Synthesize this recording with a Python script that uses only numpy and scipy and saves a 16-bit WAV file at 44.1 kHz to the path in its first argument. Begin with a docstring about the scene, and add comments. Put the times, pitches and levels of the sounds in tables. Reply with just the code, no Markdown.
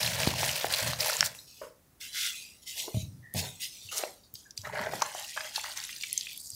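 """Soft wet chalk crunches between two hands, then a block hisses and squeaks through powder, bumps the
bottom of a plastic basin and is swished about in water that fizzes and pops, close by in a small hard room.
Chalk, powder and froth are many tiny damped rings, swelled and coloured push by push.
Cracks and air pockets are short rings with noisy bursts; the basin is a set of ringing tones plus rumble.
A short echo and a quiet room tone lie behind."""
import sys
import numpy as np
from scipy import signal
from scipy.fft import rfft, irfft
from scipy.io import wavfile
from scipy.ndimage import uniform_filter1d

SR = 44100
rng = np.random.default_rng(int(sys.argv[2]) if len(sys.argv) > 2 else 0)


def wav_out(sig):
    """Save sig, one row per channel (or a flat mono array), as 16-bit PCM at SR to the path in sys.argv[1]."""
    wavfile.write(sys.argv[1], SR, np.round(np.clip(np.atleast_2d(sig).T, -1, 1) * 32767).astype(np.int16))


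N = 288855
TIME = np.arange(N) / SR


def crumbling():
    """Dense, crisp fractures and a few larger crumbs breaking as the lumps give way between the fingers."""
    # colour of the crunch: f/Hz, level/dB
    crumble_tone = [(210, -27), (350, -18), (458, -11.5), (591, -1), (798, -10), (966, -6.5), (1210, -14),
                    (1850, -5), (3660, -7), (4220, -3.5), (9940, -10.5), (14300, -12.5), (15500, -12.5)]
    # squeezes of the lumps, before the trim: start t/s, rise/s, hold/s, fade t60/s, crunch level/dB,
    # fine grit level/dB
    squeezes = [(0.0, 0.004, 0.085, 0.4, -35, -34), (0.089, 0.099, 0.066, 0.84, -32.5, -34),
                (0.329, 0.075, 0.13, 0.15, -36.5, -35), (0.538, 0.015, 0.13, 0.41, -39.5, -39),
                (0.691, 0.045, 0.048, 0.72, -34, -33), (0.817, 0.052, 0.02, 0.42, -36.5, -36.5),
                (0.976, 0.021, .16, 0.46, -36, -33), (1.225, 0.036, 0.02, 0.42, -50, -49.5),
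                (1.231, 0.03, 0.0046, 0.043, -41.5, -29.5)]
    low_edge_hz = 388  # lower edge of the crunch
    trim_db = -0.18
    fractures = grains(per_s=7000, spread_db=3.5, cycles=2.2, glide=0, wash=0.79)
    crumbs = grains(per_s=280, spread_db=4.5, cycles=1.8, glide=0, wash=0, count=16)
    crunch = clumped(fractures + 0.5 * crumbs, depth_db=2.5, size=300)
    pushes = [(*squeeze, low_edge_hz) for squeeze in squeezes]
    return gain_of(trim_db) * stroke(crunch, crumble_tone, pushes, linger=1.0, split_hz=3970,
                                     patchy_db=2.5, edge_db=-8.0)


def rubbing():
    """Fine powder hisses along the block; wet paste squelches as it is squeezed aside beneath."""
    # colours of the rub and of the paste: f/Hz, level/dB
    rub_tone = [(710, -45), (1200, -4), (1650, -8.5), (1840, -10), (2030, -3), (2380, -10), (2510, -4.5),
                (3210, -4), (3850, -1.5), (5790, 0.5), (15500, -9)]
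    squelch_tone = [(150, -29), (260, -14), (302, -5), (414, 4), (620, 8), (880, 3), (980, 5.5),
                    (1300, -23), (1690, -28), (2860, -120)]
    # slides through the powder, before the trim: start t/s, rise/s, hold/s, fade t60/s, rasp level/dB,
    # hiss level/dB, lower edge of the sound f/Hz; the hiss fades more slowly, by the factor linger
    slides = [(1.335, 0.013, 0.035, 0.52, -68, -49.5, 3800), (1.462, 0.017, 0.17, 0.2, -57.5, -54, 2580),
              (1.995, 0.023, 0.035, 0.39, -44, -43, 1620), (2.1, 0.1, 0.072, 0.27, -31.5, -34, 1440),
              (2.341, 0.017, .01, 0.57, -44.5, -43.5, 2130), (2.616, .012, 0.0067, 0.13, -58, -53.5, 2370),
              (2.65, 0.033, 0.009, 0.75, -42, -40.5, 2030), (2.747, 0.047, 0.0092, 0.29, -35, -34.5, 2110),
              (2.929, .02, 0.07, 0.17, -46.5, -46, 2314), (3.327, 0.072, 0.0048, 0.087, -35.5, -31.5, 1670),
              (3.403, 0.044, .01, 0.41, -41.5, -41.5, 1550),
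              (3.586, 0.045, 0.013, 0.21, -35.5, -35.5, 1950),
              (3.697, 0.031, 0.17, 0.24, -50.5, -49.5, 2360), (3.91, 0.0077, 0.089, 0.34, -40, -38, 1040),
              (3.944, 0.037, .004, 0.051, -56, -30, 1190), (4.23, 0.0095, 0.0088, .22, -56.5, -69, 4200),
              (4.33, 0.023, 0.045, 0.29, -57, -52, 3230), (4.563, 0.01, .03, 0.4, -56, -51.5, 2760)]
    # squelches of the paste, before the trim: start t/s, rise/s, hold/s, level/dB
    squelches = [(2.755, 0.013, 0.028, -49.5), (2.825, 0.015, 0.042, -45.5), (3.34, .008, 0.11, -38.5),
                 (3.905, 0.027, .04, -44.5), (3.985, 0.011, 0.064, -38), (4.75, 0.16, .03, -38)]
    squelch_t60 = 0.2  # s
    rasp_trim_db, paste_trim_db = -1.97, -7.5
    grit = grains(per_s=3500, spread_db=3.0, cycles=2.6, glide=0, wash=1.14)
    paste = grains(per_s=2200, spread_db=1.5, cycles=6.1, glide=0.024, wash=0.68)
    squelch = tinted(paste, squelch_tone) * swells(squelches, squelch_t60)
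    rasp = stroke(grit, rub_tone, slides, linger=1.37, split_hz=4230, patchy_db=5.0, edge_db=10.5)
    return gain_of(rasp_trim_db) * rasp + gain_of(paste_trim_db) * squelch


def squeaks():
    """The block sticks and slips lightly; narrow bands of noise give a faint, fuzzy whistle."""
    # squeaks: start t/s, level/dB, pitch f/Hz, length/s
    squeak_list = [(1.388, -44, 3980, 0.023), (2.328, -49.5, 2550, 0.24), (3.227, -55, 1853, 0.28),
                   (3.889, -41, 2810, 0.024), (4.453, -59, 1635, 0.085)]
    out = np.zeros(N)
    for start, db, hz, length in squeak_list:
        age = np.clip((TIME - start) / length, 0, 1)
        whistle = evened(band(rng.standard_normal(N), 0.95 * hz, 1.05 * hz))
        # a quick rise and a slow fall
        out += gain_of(db) * whistle * np.sin(np.pi * age ** 0.28)
    return out


def water():
    """Clumps of wet crackle, stray ticks and small bubbles, each rising in pitch as it surfaces."""
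    # colour of the slosh and fizz: f/Hz, level/dB
    slosh_tone = [(210, -64), (350, -37), (437, 3.5), (488, -20), (591, 9), (715, -4), (851, 1),
                  (1170, -9.5), (1330, -5.5), (1910, -0.5), (2420, -8), (6580, -12), (15500, -23)]
    # swishes and spells of draining, before the trim: start t/s, rise/s, hold/s, slosh level/dB,
    # fizz level/dB, lower edge of the sound f/Hz
    swishes = [(4.63, 0.028, 0.0061, -41, -50.5, 486), (4.704, 0.045, 0.11, -35.5, -47.5, 372),
               (4.895, 0.038, 0.16, -45, -43, 404), (5.101, 0.086, 0.019, -45.5, -40, 584),
               (5.235, 0.071, 0.098, -55, -45, 2070), (5.359, 0.011, 0.0073, -39, -44, 505),
               (5.432, 0.021, 0.015, -47.5, -44.5, 525), (5.513, 0.035, 0.041, -52, -38.5, 900),
               (5.627, .015, 0.042, -44.5, -41.5, 694), (5.753, 0.022, 0.0066, -42.5, -37.5, 830),
               (5.858, 0.057, 0.048, -60, -44.5, 1380), (5.983, 0.037, 0.29, -58, -42.5, 2080),
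               (6.35, 0.11, .17, -57, -45.5, 4330)]
    slosh_t60, fizz_linger = 0.27, 2.97  # slosh fade in s; the fizz fade is so many times longer
    trim_db = -1.0
    crackle = grains(per_s=2000, spread_db=2.0, cycles=2.7, glide=0, wash=1.0)
    ticks = grains(per_s=160, spread_db=2.0, cycles=4.3, glide=0, wash=0)
    bubbles = grains(per_s=750, spread_db=1, cycles=9.3, glide=0.033, wash=0)
    froth = clumped(crackle + 0.6 * ticks + 0.28 * bubbles, depth_db=1.5, size=420)
    pushes = [(start, rise, hold, slosh_t60, slosh_db, fizz_db, low_edge_hz)
              for start, rise, hold, slosh_db, fizz_db, low_edge_hz in swishes]
    return gain_of(trim_db) * stroke(froth, slosh_tone, pushes, linger=fizz_linger, split_hz=2640,
                                     patchy_db=3.8, edge_db=-5.0)


def snaps():
    """A sharp crack excites a heavily damped cavity, too small to radiate far below its pitch."""
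    # brittle cracks and wet clicks: t/s, level/dB over 10 ms before the trim, pitch f/Hz, t60/s
    snap_list = [(0.03, -23, 4600, 0.034), (0.0606, -24, 3920, 0.03), (0.2014, -31.5, 5400, 0.0082),
                 (0.2748, -25, 4300, 0.028), (0.4315, -36.5, 2620, 0.0048), (0.4916, -25.5, 2900, 0.014),
                 (0.738, -21.5, 4040, 0.017), (0.934, -30.5, 3950, 0.013), (1.066, -33.5, 5750, 0.0062),
                 (1.1078, -31, 4900, 0.0033), (1.006, -22, 4900, 0.024), (1.1324, -31, 5360, 0.016),
                 (1.168, -27, 6970, 0.005), (1.2075, -14, 5530, 0.0039), (3.3396, -33, 11100, 0.0056),
                 (3.9811, -28, 6450, 0.004), (4.0365, -35.5, 2600, 0.012), (4.34, -37, 14320, 0.0058),
                 (4.3536, -38.5, 4840, 0.026), (4.5076, -41, 5500, 0.019), (4.5764, -29.5, 4950, 0.015),
                 (4.6167, -43, 5840, 0.011), (5.0051, -41, 5670, 0.0054), (5.0206, -22.5, 5770, 0.016),
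                 (5.8385, -34.5, 6660, 0.01), (5.802, -36, 4380, 0.007), (6.035, -32, 3000, 0.0051),
                 (6.1293, -24.5, 10000, 0.0027), (6.1774, -20.5, 6400, 0.017), (6.21, -30, 4660, 0.017),
                 (6.376, -36.5, 11600, 0.011), (6.5031, -34, 7770, 0.0074)]
    trim_db = -5.17
    out = np.zeros(N)
    t = np.arange(SR // 20) / SR
    for start, db, hz, t60 in snap_list:
        fade = gain_of(-60 * t / t60)
        ring = np.sin(2 * np.pi * hz * t) * fade
        crack = splinters(fade, hz, sharpness=6.6) + 0.25 * evened(ring)
        add(out, start, db, band(crack, 0.38 * hz, SR / 2))
    return gain_of(trim_db) * out


def pops():
    """A trapped pocket of air rings briefly upward under a wet splat."""
    # air pockets bursting and gurgling: t/s, level/dB over 10 ms before the trim, pitch f/Hz, t60/s
    pop_list = [(0.4315, -26, 720, 0.0022), (0.6441, -23, 670, 0.01), (0.933, -34, 1160, 0.0018),
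                (1.0607, -31.5, 890, 0.03), (1.098, -29, 1410, 0.013), (1.2072, -29, 1660, 0.022),
                (1.2282, -21.5, 1400, 0.005), (2.879, -35, 431, 0.061), (4.036, -28, 727, 0.0095),
                (4.7923, -30.5, 960, 0.0037), (4.799, -40, 210, 0.096), (4.827, -56, 315, 0.039),
                (4.869, -33.5, 710, 0.017), (4.893, -49, 300, 0.05), (4.9351, -31, 686, 0.018),
                (4.947, -39.5, 220, 0.1), (4.975, -42, 165, 0.1), (5.013, -37, 1320, 0.017),
                (5.019, -20.5, 891, 0.034), (5.025, -32, 1020, 0.0094), (5.1489, -34.5, 730, 0.027),
                (5.3748, -27.5, 1590, 0.019), (5.4073, -35.5, 1700, 0.015), (5.579, -32.5, 855, 0.038),
                (5.6432, -36, 1320, 0.014), (5.8929, -39, 2010, 0.026), (6.0375, -33.5, 2290, 0.03),
                (6.2692, -38, 2500, 0.025)]
    trim_db = -3.5
    out = np.zeros(N)
    t = np.arange(SR // 10) / SR
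    for start, db, hz, t60 in pop_list:
        fade = gain_of(-60 * t / t60)
        ring = np.sin(2 * np.pi * hz * t * (1 + 0.06 * t / t60)) * fade
        splat = splinters(fade, hz, sharpness=2.3)
        add(out, start, db, band(evened(ring) + 0.78 * splat, 0.52 * hz, 2.68 * hz))
    return gain_of(trim_db) * out


def basin():
    """Thuds on the basin, its rumble under lumps and moving water, and one dull knock beside it."""
    # colours of the rumble and of the knock: f/Hz, level/dB
    rumble_tone = [(25, -41), (45, -32), (70, -1), (110, 3), (160, 1.5), (220, -8.5), (300, -15),
                   (450, -44), (800, -78)]
    knock_tone = [(150, -30), (400, -8.5), (520, 0), (640, -7), (770, -47), (900, -11), (1170, -12.5),
                  (2600, -29.5), (4000, -44)]
    # lumps and moving water shaking the basin, before the trim: start t/s, rise/s, hold/s, level/dB
    tremors = [(0.0, 0.023, 0.46, -44), (0.615, 0.041, 0.034, -48.5), (0.805, 0.027, 0.061, -41),
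               (0.95, 0.043, 0.022, -52), (1.185, 0.0053, 0.02, -48), (3.0, 0.022, .13, -49),
               (3.345, 0.014, .01, -36.5), (3.41, .025, .01, -54), (4.57, 0.14, 0.24, -53.5)]
    # blows on the basin: t/s, level/dB over 10 ms, contact time/s, factor on the ring time
    bumps = [(0.2735, -22, 0.0011, 0.02), (2.9444, -29.5, 0.0013, 0.67), (2.951, -33, 0.0087, 0.93),
             (2.97, -27.5, 0.0024, 0.43), (3.028, -37, 0.0069, 0.6), (3.3455, -36, 0.00077, 0.94),
             (3.373, -38, 0.0024, 0.44), (3.848, -54, 0.0089, 0.81), (4.334, -56.5, 0.0035, 0.5),
             (4.586, -51.5, 0.019, 1), (6.53, -56, 0.0052, 0.9)]
    tremor_t60, rumble_trim_db = 0.45, 1.0  # s, dB
    knock_s, knock_db, knock_rise_s, knock_t60 = 1.6145, -38.5, 0.002, 0.25
    rumble = tinted(rng.standard_normal(N), rumble_tone)
    out = gain_of(rumble_trim_db) * rumble * swells(tremors, tremor_t60)
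    for start, db, contact_s, ring in bumps:
        add(out, start, db, struck(contact_s, ring))
    t = np.arange(SR // 2) / SR
    knock = tinted(rng.standard_normal(len(t)), knock_tone)
    knock_shape = gain_of(-60 * t / knock_t60) * (1 - np.exp(-t / knock_rise_s))
    add(out, knock_s, knock_db, knock * knock_shape)
    return out


def struck(contact_s, ring):
    """The basin's own tones rung by a push; a long contact leaves only the low ones."""
    # tones of the basin: f/Hz, level/dB, t60/s before the ring factor
    basin_modes = [(82, -3, 0.052), (99.3, 9.5, 0.18), (125, -9.5, 0.3), (150, -14.5, 0.24),
                   (185, -2.5, 0.35), (360, -6, 0.052), (584, -7.5, 0.17), (634, -3.5, 0.24)]
    t = np.arange(SR // 2) / SR
    sound = np.zeros(len(t))
    for hz, db, t60 in basin_modes:
        fade = gain_of(db - 60 * t / (t60 * ring))
        sound += fade * np.sin(2 * np.pi * hz * t) / (1 + (hz * contact_s) ** 4)
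    onset = 1 - np.exp(-2 * t / contact_s)
    high_pass = signal.butter(3, 82, "high", fs=SR, output="sos")
    return signal.sosfilt(high_pass, sound * onset)


def stroke(x, tone, pushes, linger, split_hz, patchy_db, edge_db, size=1024):
    """Plays a texture push by push: coarse and fine parts swell, and each push has its own low cut-off."""
    coarse_power, fine_power, edge_sum = np.zeros((3, N))
    for start, rise, hold, t60, coarse_db, fine_db, low_edge_hz in pushes:
        power = gain_of(coarse_db) ** 2 * (swell(start, rise, hold, t60) + 1e-12)
        coarse_power += power
        fine_power += gain_of(fine_db) ** 2 * swell(start, rise, hold, t60 * linger)
        edge_sum += power * np.log(low_edge_hz)
    hz, t, z = signal.stft(x, SR, nperseg=size, noverlap=size * 3 // 4)
    hz = hz[:, None] + 1  # avoids dividing by zero
    # the stronger a push is at the moment, the more it sets the low cut-off
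    below = np.exp(np.interp(t, TIME, edge_sum / coarse_power)) / hz
    # a narrow peak or dip at the cut-off, and a steep fall beneath it
    edge = edge_db * np.exp(-(np.log(below) / 0.014) ** 2)
    shape = gain_of(read(tone, hz) + edge) / np.sqrt(1 + below ** 20)
    # the quieter the sound, the blotchier its colour
    level_db = 10 * np.log10(np.interp(t, TIME, np.maximum(coarse_power, fine_power)))
    quietness = np.clip((-26 - level_db) / 20, 0.2, 1)
    patches = uniform_filter1d(rng.standard_normal(z.shape), size=6, axis=0)
    patches = uniform_filter1d(patches, size=15, axis=1)
    shape = shape * gain_of(patchy_db * quietness * evened(patches))
    # the parts below and above split_hz each follow their own level
    fine = 1 / (1 + (split_hz / hz) ** 8)
    out = np.zeros(N)
    for share, power in [(1 - fine, coarse_power), (fine, fine_power)]:
        # the small second term keeps a nearly empty part from being blown up
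        size_of_part = np.sqrt(np.mean(shape ** 2 * share, 0) + np.mean(shape ** 2, 0) / 100)
        part = z * shape * share / size_of_part
        sound = signal.istft(part, SR, nperseg=size, noverlap=size * 3 // 4)[1][:N]
        out += np.sqrt(power) * sound
    return out


def grains(per_s, spread_db, cycles, glide, wash, count=36):
    """Tiny damped rings of many pitches and sizes over a wash of noise, like countless smaller ones."""
    out = np.zeros(N)
    pitches = np.geomspace(350, 16000, count)
    shares = np.sqrt(pitches) / np.sqrt(pitches).sum()
    for hz, share in zip(pitches, shares):
        # age counts decay times: the ring fades by a factor e every so many cycles
        age = np.arange(int(6 * cycles * SR / hz)) * hz / SR / cycles
        ring = np.exp(-age) * np.sin(2 * np.pi * cycles * (age + glide * age ** 2 / 2))
        # random waits, sizes and signs
        wait, size, sign = rng.random((6000, 3)).T
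        at = (np.cumsum(-np.log(1 - wait)) / (per_s * share) * SR).astype(int)
        size = gain_of(spread_db * np.minimum(-np.log(1 - size), 4)) * np.sign(sign - 0.5)
        clicks = np.bincount(at[at < N], size[at < N], N)
        out += np.sqrt(hz) * evened(signal.oaconvolve(clicks, ring)[:N])
    return evened(evened(out) + wash * rng.standard_normal(N))


def clumped(x, depth_db, size):
    """Grains come in small avalanches, about size samples long."""
    avalanches = uniform_filter1d(rng.standard_normal(N), size=size)
    avalanches = uniform_filter1d(avalanches, size=size // 3)
    return evened(x * gain_of(depth_db * evened(avalanches)))


def splinters(fade, hz, sharpness):
    """A dying burst of micro-cracks in a cavity at hz."""
    cracks = rng.choice([-1, 1], len(fade)) * fade
    b, a = signal.iirpeak(hz, sharpness, fs=SR)
    return evened(signal.lfilter(b, a, cracks))


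def swell(start, rise, hold, t60):
    """Power of one push of the hand: it builds smoothly, holds, then dies away."""
    t = TIME[::64]  # coarse steps, joined up below
    build = np.sin(np.pi / 2 * np.clip((t - start) / rise, 0, 1)) ** 2
    fade = gain_of(-60 * np.clip((t - start - rise - hold) / t60, 0, 2))
    return np.interp(TIME, t, (build * fade) ** 2)


def swells(rows, t60):
    """Gain over time of overlapping pushes (start, rise, hold, dB), whose powers add."""
    return np.sqrt(sum(gain_of(db) ** 2 * swell(start, rise, hold, t60) for start, rise, hold, db in rows))


def add(mix, start, db, sound):
    """Mixes in a hit at start seconds, with the level db over its first 10 ms."""
    part = mix[round(start * SR):][:len(sound)]
    part += gain_of(db) * sound[:len(part)] / np.sqrt(np.mean(sound[:SR // 100] ** 2))


def gain_of(db):
    """Decibels to gain."""
    return 10 ** (np.asarray(db) / 20)


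def evened(x):
    """Scales to an rms (average strength) of 1."""
    return x / np.sqrt(np.mean(x ** 2) + 1e-20)


def read(points, hz):
    """Reads a table's value at hz, on a log frequency axis."""
    f, value = np.transpose(points)
    return np.interp(np.log(hz + 1), np.log(f + 1), value)


def tinted(x, tone):
    """Colours x with a fixed spectrum, at rms 1."""
    hz = np.fft.rfftfreq(len(x), 1 / SR)
    return evened(irfft(rfft(x) * gain_of(read(tone, hz)), len(x)))


def band(x, low_hz, high_hz):
    """Band-pass with steep skirts."""
    edges = [low_hz, min(high_hz, SR / 2 - 1000)]
    return signal.sosfilt(signal.butter(3, edges, "band", fs=SR, output="sos"), x)


def room(x):
    """A short diffuse echo of decaying noise, each band dying at its own speed."""
    # fade time of the echo: f/Hz, t60/s
    room_t60 = [(150, 0.44), (1000, 0.36), (5000, 0.22), (14000, 0.12)]
    hz, t, z = signal.stft(rng.standard_normal(SR // 2), SR, nperseg=256)
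    fade = gain_of(-60 * t / read(room_t60, hz)[:, None])
    tail = signal.istft(z * fade, SR, nperseg=256)[1]
    tail[:SR // 300] = 0  # a short gap before the echo
    return signal.fftconvolve(x, tail / np.linalg.norm(tail))[:N]


def room_tone():
    """The steady quiet noise of the room, as coloured noise."""
    # colour of the room tone: f/Hz, level/dB
    air_tone = [(15, -25), (35, -7.5), (65, 1.5), (200, -2.5), (380, -9), (550, -12), (1100, -16),
                (3000, -22.5), (15500, -20.5)]
    return gain_of(-64) * tinted(rng.standard_normal(N), air_tone)


def scene():
    """All the handling, its echo, and the room tone."""
    near = crumbling() + rubbing() + squeaks() + water() + snaps() + pops() + basin()
    echo = gain_of(-15.5) * room(near)
    return (near + echo + room_tone())[None]


def record(dry):
    """Full-scale clipping, then a steep cut of everything above the band limit."""
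    low_pass = signal.firwin(511, 15750, window=("kaiser", 9), fs=SR)  # limit in Hz
    return signal.oaconvolve(np.clip(dry, -1, 1), low_pass[None], "same")


dry = scene()
out = record(dry)
wav_out(out)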